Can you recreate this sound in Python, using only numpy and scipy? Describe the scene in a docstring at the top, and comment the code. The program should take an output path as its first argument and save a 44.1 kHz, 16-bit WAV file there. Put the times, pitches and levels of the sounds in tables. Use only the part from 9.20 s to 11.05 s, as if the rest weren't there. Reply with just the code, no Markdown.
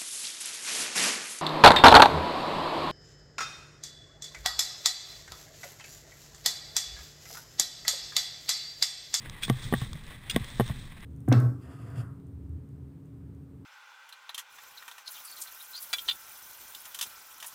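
"""Ski poles crunch into packed snow as a skier pushes twice with both arms along a forest track.
Each tip breaks the crust in quick, squeaky steps and sets its shaft ringing. Each push also makes
a camera case, strapped to the chest, knock and bounce. Behind this, skis hiss, clothes rustle and
wind rumbles. A coarse recorder holds each sample for a moment, which makes the treble gritty."""
import sys
import numpy as np
from scipy import signal
from scipy.fft import rfft, irfft
from scipy.io import wavfile

SR = 44100
rng = np.random.default_rng(int(sys.argv[2]) if len(sys.argv) > 2 else 0)


def log_audio(samples):
    """Write samples as a 16-bit WAV file to the path given in sys.argv[1]."""
    # one column per channel
    frames = np.atleast_2d(samples).T
    # limit to full scale, then quantise
    limited = np.clip(frames, -1, 1)
    pcm = np.round(limited * 32767).astype(np.int16)
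    wavfile.write(sys.argv[1], SR, pcm)


N = 81585


def amp(db):
    """Turns decibels into a gain to multiply by."""
    return 10 ** (np.asarray(db) / 20)


def unit_rms(x):
    """Scales a signal so that its average strength (rms) is 1."""
    return x / np.sqrt(np.mean(x ** 2) + 1e-20)


def level(points):
    """Joins (t/s, level/dB) points into a gain for the whole scene."""
    return amp(np.interp(np.arange(N) / SR, *np.transpose(points)))


def since(start):
    """Seconds since start, zero before it."""
    return np.maximum(np.arange(N) / SR - start, 0)


def fade(t, ring_s):
    """A gain that falls by 60 dB in ring_s seconds, called the ring time."""
    return np.exp(-np.log(1000) * t / ring_s)


def colour(x, points):
    """Gives x the tone drawn by (f/Hz, level/dB) points, at rms 1."""
    hz, db = np.transpose(points)
    f = np.fft.rfftfreq(N, 1 / SR)
    gain = amp(np.interp(np.log(f + 1), np.log(hz), db))
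    return unit_rms(irfft(rfft(x) * gain, N))


def grains(per_s, smooth_share, spread_db=2.5):
    """Tiny snaps of uneven size, mixed with smooth noise."""
    size = amp(spread_db * np.minimum(rng.exponential(1, N), 4))
    snaps = size * rng.choice([-1, 1], N) * (rng.random(N) < per_s / SR)
    return np.sqrt(1 - smooth_share) * unit_rms(snaps) + np.sqrt(smooth_share) * rng.standard_normal(N)


def rubbing(loudness, tone, flutter_db=1.65, flutter_hz=50.7):
    """Surfaces rub unevenly, making a grainy hiss whose level flutters."""
    f = np.fft.rfftfreq(N, 1 / SR)
    wobble = irfft(rfft(rng.standard_normal(N)) * np.exp(-(f / flutter_hz) ** 2), N)
    flutter = amp(flutter_db * unit_rms(wobble))
    return level(loudness) * flutter * colour(grains(per_s=1000, smooth_share=0.74), tone)


# How loud the wind is: t/s, level/dB
WIND_LEVEL = [(0, -49.5), (.08, -44), (.19, -50.5), (.28, -43), (.4, -43.5), (.5, -37.5), (.59, -45.5),
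              (.66, -40.5), (.73, -39.5), (.79, -46.5), (.88, -45), (1.04, -51.5), (1.13, -42.5),
              (1.22, -41), (1.28, -48), (1.37, -40), (1.55, -41), (1.63, -43), (1.7, -45.5), (1.85, -45.5)]
# Its tone: f/Hz, level/dB
WIND_TONE = [(12, -2.5), (28, 6.5), (45, -1.5), (70, -3.5), (95, -3.5), (122, 1), (165, -8), (225, -9.5),
             (310, -19.5), (500, -27), (1200, -72)]
def wind():
    """Air rumbles on the microphone, with a lift at the pitch where the strap likes to shake."""
    return level(WIND_LEVEL) * colour(rng.standard_normal(N), WIND_TONE)


# Jolts of the body: middle t/s, level/dB, f/Hz, width/s
BODY_JOLTS = [(0.533, -36.5, 67.4, 0.011), (0.585, -28.5, 60, 0.005), (0.734, -31.5, 65, 0.0091),
              (1.165, -30, 55, 0.02), (1.223, -34.5, 64.3, 0.015), (1.503, -27, 78.5, 0.011)]
def jolts():
    """Each jolt gives the microphone a deep, soft shove of air."""
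    t = np.arange(N) / SR
    return sum(amp(db) * np.exp(-((t - at) / width) ** 2) * np.sin(2 * np.pi * hz * (t - at))
               for at, db, hz, width in BODY_JOLTS)


# How loud the clothes are: t/s, level/dB
CLOTHES_LEVEL = [(0, -56), (.17, -69), (.21, -52), (.27, -44), (.32, -52), (.41, -50), (.44, -40),
                 (.5, -49.5), (.55, -45), (.63, -43.5), (.68, -53), (.78, -56.5), (.87, -59.5), (1.05, -63),
                 (1.14, -50), (1.21, -56), (1.26, -50), (1.42, -46.5), (1.49, -49.5), (1.56, -53),
                 (1.605, -52), (1.7, -56.5), (1.85, -89)]
# Their tone: f/Hz, level/dB
CLOTHES_TONE = [(300, -20), (1200, -12), (2000, -7), (2900, -13), (3350, 3.5), (3900, 2.5), (4400, -7),
                (5700, -7.5)]
def clothes():
    """Cloth rubs and rustles during each push."""
    return rubbing(CLOTHES_LEVEL, CLOTHES_TONE)


# How loud the skis are: t/s, level/dB
SKI_LEVEL = [(0, -52.5), (.06, -49.5), (.13, -50.5), (.21, -50), (.3, -50), (.45, -50.5), (.58, -48.5),
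             (.63, -45), (.69, -56.5), (.8, -55), (.92, -49), (1.02, -55.5), (1.15, -44.5), (1.33, -52),
             (1.5, -48), (1.58, -56), (1.72, -53.5), (1.85, -52)]
# Their tone: f/Hz, level/dB
SKI_TONE = [(150, 2.5), (400, -2.5), (700, -5), (1150, 1), (1400, -5), (1750, 2.5), (2000, 4.5),
            (2300, -1.5), (2500, 0), (2850, -5.5), (3400, 0), (3800, -3), (4300, -12), (5700, -16)]
def skis():
    """Skis hiss as they slide over the snow."""
    return rubbing(SKI_LEVEL, SKI_TONE)


# Lumps of snow: t/s, level/dB, decay/s (time to fall to about a third)
SNOW_LUMPS = [(0.059, -35.5, 0.0029), (0.165, -42.5, 0.004), (0.755, -42, 0.0037), (0.906, -48, 0.037),
              (1.835, -48, 0.01)]
# Their tone: f/Hz, level/dB
LUMP_TONE = [(150, 11), (450, 2), (800, -5), (1200, -6), (2000, 8), (2700, -21), (5700, -20)]
def lumps():
    """The skis crush lumps of snow with dull little crunches."""
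    loudness = sum(amp(db) * (since(start) > 0) * np.exp(-since(start) / decay)
                   for start, db, decay in SNOW_LUMPS)
    return loudness * colour(grains(per_s=2500, smooth_share=0.48), LUMP_TONE)


# Small ticks: t/s, level/dB
SMALL_TICKS = [(0.0974, -27), (0.2237, -38), (.2815, -34), (0.2983, -18), (.3280, -37), (0.4317, -33.5),
               (0.604, -32), (.6160, -31), (0.7316, -26), (.7560, -54), (0.8376, -41), (0.8672, -41),
               (1.146, -29), (1.1622, -15), (1.2445, -31.5), (1.3024, -32.5), (1.479, -29), (1.4880, -33.5),
               (1.8068, -43)]
# Their tone: f/Hz, level/dB
TICK_TONE = [(300, -8), (1500, 2.5), (2700, -13.5), (3450, 10), (4200, -1.5), (5000, -1), (5700, 0)]
def ticks(decay_s=0.0013):
    """Grips, straps and ice click, each with a short, bright burst of noise."""
    loudness = sum(amp(db) * (since(start) > 0) * np.exp(-since(start) / decay_s)
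                   for start, db in SMALL_TICKS)
    return loudness * colour(rng.standard_normal(N), TICK_TONE)


# Slips of the hinge that holds the case: t/s, level/dB, f/Hz
HINGE_SLIPS = [(0.2919, -26.5, 2020), (.2978, -21.5, 2080), (0.5395, -17, 1720), (1.1605, -18.5, 1896),
               (1.1621, -21.5, 2090)]
def hinge(rise_s=0.00064, fall_s=0.0024):
    """The plastic hinge squeaks for a few cycles each time it slips."""
    out = np.zeros(N)
    for start, db, hz in HINGE_SLIPS:
        t = since(start)
        loudness = amp(db) * (1 - np.exp(-t / rise_s)) * np.exp(-(t / fall_s) ** 2)
        out += loudness * np.sin(2 * np.pi * hz * t)
    return out


# Bounces of the camera: t/s, level/dB, f/Hz, rise/s, ring time/s
STRAP_BOUNCES = [(.136, -32.5, 170, 0.0019, 0.043), (0.283, -25.5, 134, 0.0019, 0.077),
                 (0.3046, -15.5, 126, 0.0042, 0.18), (.452, -22, 121, 0.0066, .1),
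                 (.531, -21, 128, 0.006, 0.18), (.618, -14.5, 125, 0.0055, 0.069),
                 (0.724, -47, 119, 0.0058, 0.072), (.752, -29, 150, .003, 0.072),
                 (1.146, -19.5, 156, 0.0048, 0.092), (1.166, -30, 116, 0.0063, 0.11),
                 (1.206, -19.5, 112, 0.0029, 0.066), (1.4104, -19.5, 118.5, 0.0015, 0.15),
                 (1.498, -14.5, 129.4, 0.0062, 0.076), (1.506, -31.5, 203, 0.0024, 0.075)]
def bounces():
    """The camera swings on its strap with a low thump that dies away."""
    out = np.zeros(N)
    for start, db, hz, rise, ring_s in STRAP_BOUNCES:
        t = since(start)
        out += amp(db) * (1 - np.exp(-t / rise)) * fade(t, ring_s) * np.sin(2 * np.pi * hz * t)
    return out


# Blows to the case: t/s, level/dB, brightness/(dB per octave), extra crack/dB, contact time/s
CASE_KNOCKS = [(.2815, -19.5, 3, -13, 0.00032), (0.2997, 1.5, -1, -1, 0.00057),
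               (0.5253, -3.5, 0, 5, 0.00054), (0.5376, -1, 0.5, 0, 0.00046), (.6160, -25, 5, 12, 0.00089),
               (1.1630, 2, -1.4, -4, 0.00063), (1.3980, 1.5, -0.2, 2, 0.00058), (1.4064, -5, 1, 6, 0.00068),
               (1.4960, -15, 1, 2, 0.0014)]
# Notes the case rings at: f/Hz, level/dB, ring time/s
CASE_NOTES = [(168.6, -19.5, 0.051), (219.7, -16, 0.051), (348, -26.5, 0.031), (441, -29, 0.05),
              (574, -37, 0.018), (684, -25, 0.0304), (810, -34, 0.061), (956, -36, 0.027),
              (1118, -24.5, 0.039), (1566, -39.5, 0.057), (1832, -28, 0.032), (3010, -39, 0.041),
              (3440, -42.5, 0.039)]
# Tone of the crack: f/Hz, level/dB
CRACK_TONE = [(100, -16), (400, 14), (1200, -5.5), (2200, -15), (2800, -11), (3600, -9), (5700, -33)]
def knocks(detune=0.024, scatter_rad_per_khz=0.94, crack_db=-24.5, crack_s=0.0043):
    """The case hits its mount and rings at all its notes at once, with a short, dull crack."""
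    out = np.zeros(N)
    noise = colour(rng.standard_normal(N), CRACK_TONE)
    t = np.arange(SR // 5) / SR
    hz, note_db, ring_s = np.transpose(CASE_NOTES)[:, :, None]
    for start, db, brightness, extra_db, contact in CASE_KNOCKS:
        span = slice(round(start * SR), round(start * SR) + len(t))
        # Small random shifts make each knock sound a little different.
        tuned = hz * (1 + detune * rng.standard_normal(hz.shape))
        scatter = scatter_rad_per_khz * hz / 1e3 * rng.standard_normal(hz.shape)
        waves = np.cos(2 * np.pi * tuned * (t - contact) + scatter)
        notes = amp(note_db + brightness * np.log2(hz / hz[1])) * fade(t, ring_s) * waves
        crack = amp(crack_db + extra_db) * np.exp(-t / crack_s) * noise[span]
        rise = 1 - np.exp(-(t / contact) ** 2)
        out[span] += amp(db) * rise * (notes.sum(0) + crack)
    return out


# Steps through the crust: t/s, length/s, level/dB, squeak f/Hz, squeak against crunch/dB
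TIP_CRUNCHES = [(0.2226, 0.0055, -34.5, 3310, -5), (.2305, 0.0029, -30, 3320, -9),
                (0.2341, 0.0017, -25.5, 3330, -2.5), (0.239, 0.0063, -32, 3270, -14),
                (.2485, 0.0048, -31.5, 3520, -12), (1.0972, 0.0026, -25, 3326, -5.5),
                (1.0995, 0.0068, -32, 2830, -2.5), (1.11, .003, -29, 3520, -5)]
# Tone of pole and snow together: f/Hz, level/dB
CRUNCH_TONE = [(100, -52), (800, -49), (1300, -16.5), (2000, -10), (2500, -8), (2850, -9), (3100, -22),
               (3320, 1.5), (3600, -2.5), (3900, -5), (4500, -14.5), (4900, -14), (5700, -12)]
# Notes the shaft rings at: f/Hz, level/dB, ring time/s
SHAFT_NOTES = [(2554, -6, 0.05), (2870, -18, .05), (3412, 2, 0.09), (3640, -6, 0.05), (4960, -2.5, 0.047)]
def poles(rise_s=0.00028, fall_s=0.0031, tail_db=-23.5, tail_s=0.026, ring_db=-10.5):
    """Each tip breaks the snow crust in a few grainy, squeaky steps, and the shaft rings."""
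    power, squeak = np.zeros(N), np.zeros(N)
    for start, length, db, hz, squeak_db in TIP_CRUNCHES:
        t, after = since(start), since(start + length)
        fall = np.exp(-after / fall_s) + amp(tail_db) * np.exp(-after / tail_s)
        loudness = amp(db) * np.minimum(t / rise_s, 1) * fall
        power += loudness ** 2
        squeak += amp(squeak_db) * loudness * np.sqrt(2) * np.sin(2 * np.pi * (hz * t + rng.random()))
    snow = grains(per_s=2500, smooth_share=0.48)
    crunch = np.sqrt(power) * colour(snow, CRUNCH_TONE)
    t = np.arange(SR // 5) / SR
    shaft = sum(amp(db) * fade(t, ring_s) * np.sin(2 * np.pi * hz * t) for hz, db, ring_s in SHAFT_NOTES)
    # Every snapping grain starts its own small ring in the shaft.
    ring = signal.oaconvolve(np.sqrt(power) * snow, shaft / np.linalg.norm(shaft))[:N]
    return crunch + squeak + amp(ring_db) * ring


def scene():
    """Adds all the sounds into one channel."""
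    camera = knocks() + hinge() + bounces() + jolts()
    track = skis() + lumps()
    return (poles() + camera + ticks() + track + clothes() + wind())[None]


def record(dry, hold_hz=12000, input_edge_hz=5930, output_edge_hz=15500):
    """The recorder takes samples slowly and holds each one, mirroring the sound into a gritty treble."""
    narrow = signal.oaconvolve(dry[0], signal.firwin(501, input_edge_hz, fs=SR), "same")
    coarse = signal.resample_poly(narrow, 4 * hold_hz, SR)[::4]
    held = signal.resample_poly(np.repeat(coarse, 4), SR, 4 * hold_hz)[:N]
    treble_cut = signal.firwin(201, output_edge_hz, window=("kaiser", 9), fs=SR)
    return signal.oaconvolve(held, treble_cut, "same")[None]


dry = scene()
out = record(dry)
log_audio(out)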